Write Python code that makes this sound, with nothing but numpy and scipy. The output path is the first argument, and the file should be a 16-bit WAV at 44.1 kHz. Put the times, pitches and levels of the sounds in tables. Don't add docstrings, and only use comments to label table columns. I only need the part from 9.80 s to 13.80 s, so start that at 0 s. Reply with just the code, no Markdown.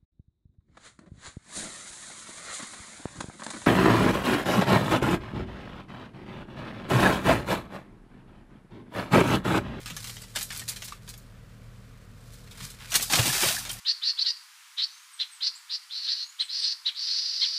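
import sys
import numpy as np
from scipy import signal
from scipy.fft import rfft, irfft
from scipy.io import wavfile
from scipy.ndimage import uniform_filter1d

SR = 44100
rng = np.random.default_rng(int(sys.argv[2]) if len(sys.argv) > 2 else 0)


def store_pcm(level_fs):
    pcm = np.round(np.clip(level_fs, -1, 1) * 32767).astype(np.int16)
    wavfile.write(sys.argv[1], SR, np.atleast_2d(pcm).T)


N = 176400

# (frequency [Hz], relative spectral density [dB])
ICE_TREBLE = [(1800, -41), (3000, -9), (3900, 2), (6000, 3), (8500, 2.5), (11000, -1), (15000, -6)]
ICE_MIDDLE = [(450, -39.5), (800, -3.5), (1100, 0), (1700, 3), (2500, 4), (3300, -0.5), (4500, -10),
              (8000, -51)]
ICE_BODY = [(70, -29), (160, -4.5), (300, -7.5), (500, -10), (800, -6), (1100, -9.5), (2200, -46.5)]
# (time [s], treble [dB], middle [dB], body [dB])
SHOWER_ENVELOPE = [(3.1, -37.5, -50.5, -80), (3.159, -34, -27.5, -40), (3.192, -52, -60, -59),
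                   (3.225, -35, -41.5, -40.5), (3.295, -39.5, -53.5, -79), (3.315, -28, -33.5, -34),
                   (3.345, -26.5, -32.5, -48), (3.396, -26.5, -40, -23.5), (3.425, -30, -37.5, -45),
                   (3.47, -26, -34.5, -32), (3.59, -28, -34.5, -51), (3.64, -25.5, -31.5, -35.5),
                   (3.71, -25.5, -31, -43), (3.76, -31.5, -42.5, -52), (3.83, -37.5, -45.5, -60),
                   (3.88, -48.5, -48, -52.5), (4, -46, -52.5, -76)]


def amp(db):
    return 10 ** (np.asarray(db) / 20)


def unit(x):
    return x / np.sqrt(np.mean(x ** 2) + 1e-20)


def add(mix, start_s, sound):
    part = mix[max(round(start_s * SR), 0):][:len(sound)]
    part += sound[:len(part)]


def drift(size, rate_hz):
    lowpass = np.exp(-(np.fft.rfftfreq(size, 1 / SR) / rate_hz) ** 2)
    return unit(irfft(rfft(rng.standard_normal(size)) * lowpass, size))


def gain_at(freqs, spectrum):
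    hz, db = np.transpose(spectrum)
    return amp(np.interp(np.log(abs(freqs) + 1), np.log(hz), db))


def colour(spectrum, size=2048):
    log_gain = np.log(gain_at(np.fft.fftfreq(size, 1 / SR), spectrum))
    return np.fft.ifft(np.exp(np.conj(signal.hilbert(log_gain)))).real[:size // 2]


def cabin_path(size=8192):
    t = np.arange(size) / SR
    path = np.zeros(size)
    for t60, db in (0.06, 6.5), (0.16, 4.5):
        echoes = rng.standard_normal(size) * (rng.random(size) < .1) * amp(-60 * t / t60)
        path += amp(db) * echoes / np.linalg.norm(echoes)
    path[0] = 1
    return path


def clicks(size, per_s, spread_db):
    strengths = amp(spread_db * np.minimum(rng.exponential(1, size), 4))
    return strengths * rng.choice([-1, 1], size) * (rng.random(size) < per_s / SR)


def idling_engine(firing_hz=38.66, jitter_hz=0.51, waver_hz=9, waver_db=1.6, air_db=-52):
    # (frequency [Hz], relative spectral density [dB])
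    air_spectrum = [(20, -15), (43, -4), (75, -5.5), (110, -1), (170, -12.5), (250, -11), (340, -22.5),
                    (480, -15.5), (850, -28), (1100, -22.5), (1350, -22), (1600, -24), (2500, -29.5),
                    (6000, -37.5), (15000, -46)]
    harmonic_levels = [-54.5, -69, -52.5, -61.5, -61]
    air_gain = gain_at(np.fft.rfftfreq(N, 1 / SR), air_spectrum)
    out = amp(air_db) * unit(irfft(rfft(rng.standard_normal(N)) * air_gain, N))
    cycles = np.cumsum(firing_hz + jitter_hz * drift(N, waver_hz)) / SR
    for k, db in enumerate(harmonic_levels, 1):
        waver = amp(waver_db * drift(N, waver_hz))
        out += amp(db) * unit(waver * np.sin(2 * np.pi * (k * cycles + rng.random())))
    return out


def crumbs(envelope, per_s, spread_db, gain_db, ring_db, ring_t60, spots=6, mode_count=6):
    times, *levels = np.transpose(envelope)
    now = np.arange(times[0], times[-1], 1 / SR)
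    rattle, out = np.zeros(len(now)), np.zeros(N)
    for _ in range(spots):
        path = cabin_path()
        path[0] *= 2
        t = np.arange(len(path)) / SR
        mode_hz = rng.uniform(700, 6000, (mode_count, 1))
        modes = np.sin(2 * np.pi * mode_hz * t).sum(0) * amp(-60 * t / ring_t60)
        path += amp(ring_db) * modes / np.linalg.norm(modes)
        rattle += signal.fftconvolve(clicks(len(now), per_s / spots, spread_db), path)[:len(now)]
    for db, spectrum in zip(levels, (ICE_TREBLE, ICE_MIDDLE, ICE_BODY)):
        band = unit(signal.fftconvolve(rattle, colour(spectrum))[:len(now)])
        add(out, times[0], amp(np.interp(now, times, db) + gain_db) * band)
    return out


def peeling():
    # (time [s], treble [dB], middle [dB])
    envelope = [(0, -48.5, -50), (.11, -56, -59), (.14, -51.5, -59), (.27, -40.5, -50), (.47, -55, -65),
                (.545, -52, -58), (.6, -38.5, -44), (.68, -51, -69), (.76, -38.5, -43.5), (.86, -51, -66),
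                (.91, -42, -46.5), (1.0, -50, -58), (1.06, -42.5, -54), (1.2, -63, -65), (1.32, -55.5, -73),
                (1.55, -69, -70), (2.35, -65.5, -70), (2.56, -54, -61.5), (2.66, -62, -67),
                (2.78, -50.5, -52), (2.85, -40.5, -48.5), (2.96, -55.5, -58), (3.02, -50, -46),
                (3.12, -47, -50.5)]
    return crumbs(envelope, per_s=700, spread_db=3.0, gain_db=-2, ring_db=-1.5, ring_t60=.02)


def cracks(build_s=0.0015, build_db=1, snap_db=-6, direct_db=-7, gain_db=-7.5):
    # (time [s], treble [dB], middle [dB], decay time constant [s])
    fractures = [(0.0597, -31.5, -33, 0.025), (0.1018, -33.5, -31.5, 0.0025), (0.166, -28, -33.5, 0.0068),
                 (0.243, -31.5, -36.5, 0.0052), (0.271, -37, -39.5, 0.005), (0.296, -34, -36.5, 0.0033),
                 (0.3682, -38, -36.5, 0.0017), (0.419, -36, -45, 0.0021), (0.436, -40, -42.5, 0.0034),
                 (0.553, -35, -39, 0.0048), (0.5601, -21.5, -26.5, 0.0048), (0.571, -27.5, -26.5, 0.0013),
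                 (0.585, -27, -42, 0.0076), (0.611, -26.5, -34, 0.0085), (0.629, -23, -46, 0.0024),
                 (0.7049, -32.5, -30, 0.0024), (0.724, -32, -35, 0.0037), (0.774, -29, -52, 0.0042),
                 (0.7957, -28.5, -36, 0.003), (0.8179, -50, -35.5, 0.0039), (0.8795, -29, -39, 0.004),
                 (0.8876, -21.5, -37, 0.0062), (0.8954, -25.5, -43, 0.0022), (0.963, -32.5, -37.5, 0.0039),
                 (1.0215, -32.5, -32.5, 0.006), (1.0443, -32.5, -55, 0.0025), (1.083, -33.5, -40, 0.0032),
                 (1.1229, -40.5, -38.5, 0.0081), (1.2788, -40.5, -40.5, 0.003), (1.2902, -33.5, -48, 0.003),
                 (1.299, -36.5, -47.5, 0.005), (1.34, -41.5, -44, 0.0012), (1.378, -40.5, -71, 0.0018),
                 (2.536, -44, -67, 0.0036), (2.675, -49.5, -48.5, 0.002), (2.7113, -41, -44.5, 0.0085),
                 (2.7746, -42, -49, 0.0034), (2.8044, -37.5, -36, 0.0035), (2.9031, -36, -48, 0.002),
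                 (3.1195, -23.5, -29, 0.0051), (3.142, -17.5, -25.5, 0.014), (3.1554, -10.5, -22, 0.0051),
                 (3.1611, -16, -38, 0.0023), (3.1965, -35, -26.5, 0.0022), (3.2099, -24.5, -34, 0.0057),
                 (3.2258, -17, -37, 0.0045), (3.2998, -26, -28, 0.0052), (3.3251, -18, -26, 0.0029),
                 (3.3343, -14, -14, 0.0059), (3.357, -16, -19.5, 0.0024), (3.3876, -22.5, -18, 0.0041),
                 (3.3929, -22.5, -19.5, 0.0049), (3.4313, -27, -28, 0.0032), (3.4579, -22, -23.5, 0.002),
                 (3.4672, -20.5, -36, 0.0022), (3.5295, -21.5, -27, 0.0028), (3.544, -24, -24, 0.0051),
                 (3.6237, -18.5, -24.5, 0.0037), (3.633, -34, -18, 0.0027), (3.6523, -27, -23, 0.0055),
                 (3.6842, -20, -23, 0.0059), (3.785, -26, -39, 0.0042), (3.852, -31.5, -34.5, 0.033),
                 (3.895, -26.5, -33, 0.0047), (3.914, -25.5, -50, 0.0027), (3.9316, -29, -56, 0.005)]
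    typical_treble_db, typical_middle_db = -26, -38.5
    size, snap_at = 8192, 600
    out, t = np.zeros(N), (np.arange(size) - snap_at) / SR
    middle, body = colour(ICE_MIDDLE), colour(ICE_BODY)
    for start_s, treble_db, middle_db, decay_s in fractures:
        stress = np.where(t < 0, amp(build_db) * np.exp(-abs(t) / build_s), np.exp(-abs(t) / decay_s))
        splinters = clicks(size, per_s=2400, spread_db=4.5) * stress
        splinters /= np.linalg.norm(splinters) + 1e-9
        splinters[snap_at] += amp(snap_db)
        heard = signal.fftconvolve(splinters, cabin_path())[:size]
        heard[snap_at] += amp(direct_db)
        bulk_db = middle_db - typical_middle_db
        body_db = middle_db - 12 + 0.15 * bulk_db
        tilt_db_per_octave = 0.42 * (treble_db - typical_treble_db - bulk_db)
        treble = colour([(hz, db + tilt_db_per_octave * np.log2(hz / SR)) for hz, db in ICE_TREBLE])
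        for db, register in (treble_db, treble), (middle_db, middle), (body_db, body):
            band = signal.fftconvolve(heard, register)
            peak_rms = np.sqrt(uniform_filter1d(band ** 2, 350, mode="constant").max())
            add(out, start_s + t[0], amp(db + gain_db) * band / peak_rms)
    return out


def struck_mode(hz, db, t60, rise_s, size=16384):
    t = np.arange(size) / SR
    return amp(db - 60 * t / t60) * np.minimum(t / rise_s, 1) * np.sin(2 * np.pi * hz * t)


def roughen(tone, depth, rate_hz):
    return np.std(tone) * unit(tone * (1 + depth * drift(len(tone), rate_hz)))


def shard(hz, db):
    # (frequency / pitch [ratio], relative level [dB], t60 [s])
    modes = [(0.997, 1, 0.045), (1.498, -15, 0.039), (3.4, -20, 0.049)]
    tone = sum(struck_mode(hz * k, db + mode_db, t60, rise_s=0.0017) for k, mode_db, t60 in modes)
    return roughen(tone, depth=0.56, rate_hz=140)


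def clinks(per_s=96, low_hz=529, high_hz=4890, gain_db=1.5):
    # (time [s], pitch [Hz], level [dB])
    large_shards = [(0.1, 1490, -43), (0.557, 1700, -26), (1.122, 1177, -29.5), (3.301, 842, -27),
                    (3.499, 1720, -22.5), (3.766, 1716, -24.5), (3.901, 3170, -26.5)]
    out = np.zeros(N)
    for start_s, hz, db in large_shards:
        add(out, start_s, shard(hz, db))
    times, _, middle_db, _ = np.transpose(SHOWER_ENVELOPE)
    span_s = times[-1] - times[0]
    for when, pitch in rng.random((round(per_s * span_s), 2)):
        start_s = times[0] + when * span_s
        hz = low_hz * (high_hz / low_hz) ** pitch
        add(out, start_s, shard(hz, np.interp(start_s, times, middle_db) + gain_db))
    return out


def thumps():
    # (time [s], pitch [Hz], level [dB], t60 [s])
    slabs = [(0.111, 162, -30.5, 0.1), (0.563, 587, -30, 0.049), (2.816, 134, -34, 0.25),
             (3.334, 151, -30, 0.11), (3.389, 650, -18, 0.03), (3.391, 118.4, -15, 0.19),
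             (3.473, 242, -28, 0.099), (3.477, 133, -24, 0.12), (3.55, 385, -28, 0.055),
             (3.633, 373, -12.5, 0.029), (3.657, 122, -25, 0.094)]
    out = np.zeros(N)
    for start_s, hz, db, t60 in slabs:
        boom = struck_mode(hz, db, t60, rise_s=0.007)
        add(out, start_s, roughen(boom, depth=0.57, rate_hz=60))
    return out


def shower():
    return crumbs(SHOWER_ENVELOPE, per_s=1600, spread_db=2.5, gain_db=-1.34, ring_db=-8, ring_t60=0.086)


def scene():
    return (idling_engine() + cracks() + clinks() + thumps() + peeling() + shower())[None]


def record(dry):
    cutoff_hz = 15350
    lowpass = signal.firwin(401, cutoff_hz, window=("kaiser", 9), fs=SR)
    return signal.oaconvolve(dry, lowpass[None], "same")


dry = scene()
out = record(dry)
store_pcm(out)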